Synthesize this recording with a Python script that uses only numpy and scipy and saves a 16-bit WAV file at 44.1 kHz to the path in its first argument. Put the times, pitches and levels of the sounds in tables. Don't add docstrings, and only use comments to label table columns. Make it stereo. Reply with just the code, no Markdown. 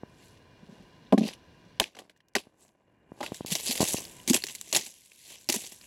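import sys
import numpy as np
from scipy import signal
from scipy.fft import rfft, irfft
from scipy.io import wavfile

SR = 44100
rng = np.random.default_rng(int(sys.argv[2]) if len(sys.argv) > 2 else 0)


def store_pcm(level_fs):
    pcm = np.round(np.clip(level_fs, -1, 1) * 32767).astype(np.int16)
    wavfile.write(sys.argv[1], SR, np.atleast_2d(pcm).T)


N = 258426
FFT_SIZE = N + 4096
HZ = np.maximum(np.fft.rfftfreq(FFT_SIZE, 1 / SR), 1)

# (time [s], level [dB], treble shelf [dB])
BACKGROUND_RIDE = [(0, -56, 2), (1.1, -55, 1), (1.78, -56, 1.5), (1.85, -73.5, -12), (2.3, -69.5, -15.5),
                   (2.8, -71, -15.5), (3.1, -62, -16), (4.2, -52.5, -7.5), (5.0, -71, -5.5),
                   (5.86, -60.5, -3)]
# (frequency [Hz], level [dB])
BACKGROUND_EQ = [(25, -2.5), (161, -1), (624, -11), (1000, -21.5), (1560, -12.5), (2840, -32), (3300, -29),
                 (5900, -33), (6500, -38), (16000, -49)]
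# (centre [Hz], width [Hz], boost [dB])
RESONANCES = [(797, 15, 1.5), (1002, 120, 15), (1610, 40, 3), (2410, 100, 13), (2835, 120, 21.5),
              (3400, 33, 11.5), (4120, 120, 10.5), (4800, 76, 4.5), (5400, 100, 4), (5900, 87, 6.5)]
# (time [s], level [dB], frost over shards [dB])
LEAF_RUSTLE = [(0, -80, -13), (1.8, -70.5, -13), (2.05, -97.5, 2), (3.15, -95.5, 4), (3.3, -63.5, -10),
               (4.05, -54, 7), (4.35, -59, 0.5), (4.9, -62, 10.5), (5.03, -63, 4), (5.2, -56, 4.5),
               (5.45, -66, 4.5), (5.86, -60.5, 5)]
# (time [s], level [dB])
PORT_POPS = [(0.034, -16), (2.47, -32), (3.119, -20), (3.32, -11), (3.408, -12.5), (3.448, -16),
             (3.805, 0.5), (3.829, -2.5), (3.944, -5.5)]
# (peak time [s], crunch [dB], fade by 20 dB [s], frost over shards [dB], grinding [dB])
PRESS_SWELLS = [(.1, -77, .15, 4, -69), (0.233, -60, 0.19, 1, -78), (.74, -67.5, 0.3, -7, -61),
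                (1.235, -43.5, 0.0625, -8.5, -55), (1.278, -38.5, 0.0532, -5.5, -42),
                (1.869, -62, 0.02, -1, -56), (1.988, -63, 0.1142, -3, -54), (2.429, -66, .1, -4.5, -64.5),
                (2.618, -62.5, 0.09, 12, -66.5), (2.92, -90, -0.94, -1, -71), (3.24, -53.5, 0.17, 2.5, -48),
                (3.358, -46.5, 0.06, 8.5, -75), (3.522, -25.5, 0.037, 4, -42),
                (3.598, -37.5, 0.02, -6, -48.5), (3.682, -30, 0.1083, 9, -43), (3.818, -26, 0.0517, 5, -33),
                (3.892, -29, 0.14, 7, -43.5), (3.99, -60, 0.16, 8, -52.5), (4.5, -51.5, -0.41, 4, -84.5),
                (4.7, -51, 0.23, 6, -61), (4.829, -51.5, 0.21, 5.5, -69.5), (5.306, -45.5, 0.12, 1.5, -57),
                (5.619, -44.5, 0.15, 4.5, -59.5), (5.76, -66.5, 1.1, 13, -82)]
# (frequency [Hz], level [dB], free t60 [s])
SHEET_MODES = [(206, -1, .09), (272.7, 1, 0.085), (376, -8.5, 0.08), (488, -1.5, 0.045), (682, -4, 0.1),
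               (950, 0.5, 0.0091), (1077, -16, 0.11)]
# (frequency [Hz], level [dB])
SHARD_EQ = [(760, -50), (1300, -25.5), (1930, -7), (2100, -4.5), (2430, -3.5), (2660, 0), (3460, -0.5),
            (6000, -6), (7800, -34), (13200, -120)]
# (frequency [Hz], level [dB])
FROST_EQ = [(2060, -33.5), (3500, -29), (4780, -17), (6490, -5.5), (7500, -3), (8210, -6), (8970, -9),
            (11100, -3.5), (14300, -20), (16000, -19)]
# (time [s], level [dB], pitch [Hz], splinter shower t60 [s])
ICE_CRACKS = [(0.3726, -54, 3000, 0.034), (1.124, -25.5, 3500, 0.062), (1.1781, -19.5, 1660, 0.056),
              (1.2869, -30.5, 2840, 0.013), (1.309, -42, 3000, 0.017), (1.334, -36.5, 3136, .04),
              (1.7988, -4, 3400, 0.032), (1.8154, -23.5, 1760, 0.16), (1.8401, -23, 2770, 0.0046),
              (1.9496, -40, 1666, 0.031), (1.9665, -40.5, 2160, 0.039), (1.988, -32.5, 2820, 0.065),
              (2.0957, -42, 1830, 0.047), (2.112, -56, 1910, 0.015), (2.162, -57, 1814, 0.063),
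              (2.174, -58, 8000, 0.013), (2.2032, -52.5, 1754, 0.025), (2.284, -53.5, 6210, 0.021),
              (2.335, -60, 8100, 0.016), (2.3517, -11, 2030, 0.061), (2.3622, -15.5, 1600, 0.029),
              (2.383, -26, 2740, 0.084), (2.66, -59, 2500, 0.018), (2.68, -56, 7000, 0.014),
              (2.69, -56, 3500, 0.016), (3.2058, -33.5, 1580, 0.09), (3.229, -25, 2020, 0.12),
              (3.262, -25.5, 2700, 0.045), (3.3438, -31.5, 7300, 0.025), (3.4616, -28.5, 6760, 0.54),
              (3.5525, -14, 6000, 0.081), (3.6608, -26, 6540, 0.053), (3.71, -20, 5470, 0.11),
              (3.72, -29, 5000, 0.007), (3.7535, -25.5, 4100, 0.16), (3.7767, -20.5, 6100, 0.029),
              (3.806, -20, 5100, 0.028), (3.8523, -23, 6160, 0.024), (3.9336, -20.5, 10600, 0.016),
              (3.968, -24, 6200, 0.053), (4.0512, -31, 5620, 0.01), (4.1996, -39.5, 3070, 0.038),
              (4.2763, -15, 8400, .18), (4.2981, -10, 7140, 0.049), (4.3326, -12, 6800, 0.11),
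              (4.3422, -9, 7840, .063), (4.3637, -18, 3320, 0.066), (4.4214, -28.5, 4600, 0.017),
              (4.4381, -15.5, 4800, 0.026), (4.4566, -35, 7550, 0.013), (4.4672, -26, 7550, 0.039),
              (4.4847, -30, 2730, 0.068), (4.497, -32.5, 3070, 0.024), (4.5073, -31, 7900, 0.058),
              (4.5501, -27, 8360, 0.038), (4.5558, -34, 7870, .022), (4.6119, -24.5, 8100, 0.021),
              (4.7267, -14, 7260, 0.2), (4.748, -11.5, 4800, 0.12), (4.7628, -8.5, 7280, 0.054),
              (4.796, -29, 7000, 0.018), (4.8107, -28.5, 7500, 0.043), (4.845, -40, 6000, .015),
              (4.8624, -33, 7200, 0.063), (5.1173, -43, 2610, 0.028), (5.411, -45, 7570, 0.017),
              (5.4888, -12.5, 5700, 0.062), (5.498, -12, 6700, 0.055), (5.5233, -16, 8200, 0.076),
              (5.54, -20, 6590, 0.22), (5.554, -24.5, 7900, 0.014), (5.5623, -21, 11300, 0.0074),
              (5.664, -36, 4400, 0.0086), (5.72, -36, 6360, 0.084), (5.8121, -40, 4900, 0.022),
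              (5.839, -44.5, 2500, .03)]
# (time [s], level [dB], lowest mode [Hz], brightness [dB])
SHEET_THUDS = [(0.623, -42, 170, -10), (0.686, -39, 161, -8), (0.718, -41, 189, -11),
               (0.797, -42.5, 182, -26), (1.124, -6, 206, 1.5), (1.135, -8, 206, -5),
               (1.175, -11.5, 230.5, -11.5), (1.185, -16, 222, -34), (1.207, -14, 204, -12.5),
               (1.229, -20.5, 206, -8), (1.247, -23.5, 186, -7.5), (1.653, -47, 141, -25),
               (1.8, -19, 206, 14.5), (1.811, -26, 263, 1), (1.949, -54, 220, 10), (1.967, -44, 223, 13),
               (1.989, -41.5, 222, 10), (2.022, -55.5, 215, 9), (2.355, -21, 216.5, 8.5),
               (2.362, -25, 306, -10), (3.205, -24, 251, 7.5), (3.23, -26.5, 269.5, 19),
               (3.514, -25, 157, -23), (3.691, -27.5, 240, -23), (3.809, -18.5, 200, 9),
               (4.276, -29, 262, -25), (4.301, -11.5, 253.5, -26), (4.342, -23.5, 268, -15),
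               (4.436, -37, 307, -23), (4.731, -34.5, 290, -12), (4.756, -25, 262, 7.5),
               (4.864, -49, 250, -3), (5.490, -23, 255, -5.5), (5.539, -28.5, 292, 1),
               (5.557, -29, 205, -6.5)]
# (time [s], level [dB])
HOUSING_JOLTS = [(1.798, -23.5), (4.3, -39), (4.749, -38.5)]
# (frequency [Hz], side level [dB])
WIDTH_EQ = [(300, -18), (2000, -18), (6000, -11.5), (14000, -4.5)]
# (frequency [Hz], left minus right [dB])
BALANCE_EQ = [(200, -2), (1500, -1), (4000, 0), (12000, 1.35)]


def amp(db):
    return 10 ** (np.asarray(db) / 20)


def unit_rms(x):
    return x / np.sqrt(np.mean(x ** 2) + 1e-20)


def automation(rows):
    times, *columns = np.transpose(rows)
    return [np.interp(np.arange(N) / SR, times, column) for column in columns]


def eq_curve(points):
    hz, db = np.transpose(points)
    return np.interp(np.log(HZ), np.log(np.maximum(hz, 1)), db)


def equalize(x, response):
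    return irfft(rfft(x, FFT_SIZE) * response, FFT_SIZE)[..., :N]


def lowpass(x, hz):
    return signal.lfilter(*signal.butter(2, np.clip(hz, 50, 20000), fs=SR), x)


def highpass(x, hz):
    return signal.lfilter(*signal.butter(2, hz, "high", fs=SR), x)


def add(track, time_s, sound):
    start = max(round(time_s * SR), 0)
    track[start:start + len(sound)] += sound[:N - start]


def ring(x, hz, t60):
    decay, step = amp(-60 / (max(t60, 1e-4) * SR)), 2 * np.pi * hz / SR
    return signal.lfilter([0, np.sin(step)], [1, -2 * decay * np.cos(step), decay ** 2], x + 1e-18)


def background(shelf_hz=3100):
    level_db, treble_db = automation(BACKGROUND_RIDE)
    bands_db = sum(db / (1 + (2 * (HZ - hz) / width) ** 2) for hz, width, db in RESONANCES)
    mid, side = rng.standard_normal((2, N))
    pair = np.array([mid + 0.7 * side, mid - 0.45 * side]) * amp([[-1.5], [1.5]])
    bed = unit_rms(equalize(pair, amp(eq_curve(BACKGROUND_EQ) + bands_db)))
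    treble = equalize(bed, HZ > shelf_hz)
    return amp(level_db) * (bed - treble + amp(treble_db) * treble)


def debris_gains(db, frost_db):
    return amp([db - frost_db / 2, db + frost_db / 2])


def grains(per_s, spread_db, clump_hz, clump_db):
    clumps = amp(clump_db * unit_rms(lowpass(rng.standard_normal(N), clump_hz)))
    sizes = amp(spread_db * np.minimum(rng.exponential(1, N), 4.0)) * rng.choice([-1, 1], N)
    return unit_rms(sizes * clumps * (rng.random(N) < per_s / SR))


def tinkle(clicks, sizes=16, cycles=16.0, patchy_db=5.0):
    pitches = np.geomspace(1500, 15000, num=sizes) * amp(rng.normal(0, .4, sizes))
    size_of_click = rng.integers(0, sizes, N)
    drifts = signal.lfilter(*signal.butter(1, .08), rng.standard_normal((sizes, N // 256 + 2)))
    bits = np.zeros(N)
    for size, (hz, drift) in enumerate(zip(pitches, drifts)):
        drift_db = patchy_db * np.interp(np.arange(N) / 256, np.arange(len(drift)), unit_rms(drift))
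        bits += hz * amp(drift_db) * ring(clicks * (size_of_click == size), hz, cycles / hz)
    return unit_rms(bits)


def debris():
    coarse = grains(per_s=4300, spread_db=1.4, clump_hz=150, clump_db=2.7)
    fine = grains(per_s=10000, spread_db=1.8, clump_hz=180, clump_db=3.1)
    bits = tinkle(coarse + fine)
    shards = unit_rms(equalize(bits + coarse + 0.05 * fine, amp(eq_curve(SHARD_EQ))))
    frost = unit_rms(equalize(0.66 * bits + fine + 0.05 * coarse, amp(eq_curve(FROST_EQ))))
    return shards, frost


def pops(pitch_hz=181, edge_hz=1170, left_db=-24):
    clicks = np.zeros(N)
    for time_s, db in PORT_POPS:
        add(clicks, time_s, amp([db]))
    pulses = lowpass(lowpass(clicks, edge_hz), 1.3 * edge_hz)
    swing = ring(np.diff(pulses, prepend=0), pitch_hz, t60=0.0091) * SR / (2 * np.pi * pitch_hz)
    return swing * amp([[left_db], [0]])


def presses(rise_share=0.58, roundness=1.23):
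    t = np.arange(N) / SR
    loose, weight = debris_gains(*automation(LEAF_RUSTLE)), np.zeros(N)
    for peak_s, db, fade_s, frost_db, grind_db in PRESS_SWELLS:
        from_peak = np.maximum((t - peak_s) / fade_s, (peak_s - t) / (rise_share * fade_s))
        swell = amp(-20 * from_peak ** roundness)
        loose += debris_gains(db, frost_db)[:, None] * swell
        weight += amp(grind_db) * swell
    return loose, weight


def sheet(force, lowest_hz, brightness, sustain):
    body = np.zeros(len(force))
    for k, (hz, db, t60) in enumerate(SHEET_MODES):
        ratio = hz / SHEET_MODES[0][0]
        gain = (-1) ** k * amp(db + 0.66 * brightness * np.log2(ratio))
        body += gain * ring(force, ratio * lowest_hz, t60 * sustain)
    return body


def grinding():
    rubbing = lowpass(grains(per_s=1500, spread_db=4.0, clump_hz=60, clump_db=3.0), 900)
    rasp = rubbing - lowpass(rubbing, 250)
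    hollow = sheet(rubbing, lowest_hz=235, brightness=0.71, sustain=1.0)
    return unit_rms(unit_rms(hollow) + 8.7 * unit_rms(rasp))


def crunch(showers):
    loose, weight = presses()
    showers = lowpass(showers, 150)
    grind = (weight + 0.29 * showers[0]) * grinding()
    splinters = np.sum((loose + showers) * debris(), axis=0)
    return grind + 0.59 * splinters


def snaps(tear_s=0.0008, cycles=11):
    track = np.zeros(N)
    progress = np.arange(512) / SR / tear_s
    for time_s, db, hz, _ in ICE_CRACKS:
        tear = rng.standard_normal(progress.size) * progress * np.exp(1 - progress)
        ping = ring(tear, hz, cycles / hz)
        crack = lowpass(tear, 3 * hz)
        add(track, time_s, amp(db) * (ping / np.abs(ping).max() + 0.39 * crack))
    return highpass(track, 1420)


def splinter_showers():
    showers, t = np.zeros((2, N)), np.arange(round(.25 * SR)) / SR
    for time_s, db, hz, t60 in ICE_CRACKS:
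        t60 = max(t60, .005)
        shower_db = db - 11 + 0.5 * np.log2(t60 / 0.06)
        frost_db = 7 * np.log2(hz / 3700)
        for shower, gain in zip(showers, debris_gains(shower_db, frost_db)):
            add(shower, time_s, gain * amp(-60 * t / t60))
    return showers


def thuds():
    track, force = np.zeros(N), np.zeros(round(.2 * SR))
    force[[0, round(.005 * SR)]] = .7, 1.05
    push = lowpass(force, 1700)
    for time_s, db, lowest_hz, brightness in SHEET_THUDS:
        thud = sheet(push, lowest_hz, brightness, sustain=0.53)
        add(track, time_s, amp(db) * thud / np.abs(thud).max())
    return highpass(track, 130)


def jolts():
    clicks = np.zeros(N)
    for time_s, db in HOUSING_JOLTS:
        add(clicks, time_s, -amp([db]))
    return ring(clicks, hz=40, t60=0.044)


def two_ports(x, left_lead_s=25e-6):
    direction = unit_rms(lowpass(rng.standard_normal(N), 320))
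    side = equalize(x * direction, amp(eq_curve(WIDTH_EQ)))
    half = np.array([[.5], [-.5]])
    balance = amp(half * eq_curve(BALANCE_EQ))
    time_shift = np.exp(2j * np.pi * HZ * half * left_lead_s)
    return equalize(np.array([x + side, x - side]), balance * time_shift)


def scene():
    ice = snaps() + crunch(splinter_showers()) + thuds()
    return two_ports(ice) + pops() + jolts() + background()


def record(dry, notch_hz=1326, notch_width_hz=370, low_cut_hz=58, high_cut_hz=16600):
    band = signal.lfilter(*signal.iirpeak(notch_hz, notch_hz / notch_width_hz, fs=SR), dry)
    thinned = highpass(dry - .7 * band, low_cut_hz)
    rounded = .9 * np.tanh(thinned / .9)
    return signal.sosfilt(signal.cheby2(20, 80, high_cut_hz, fs=SR, output="sos"), rounded)


dry = scene()
out = record(dry)
store_pcm(out)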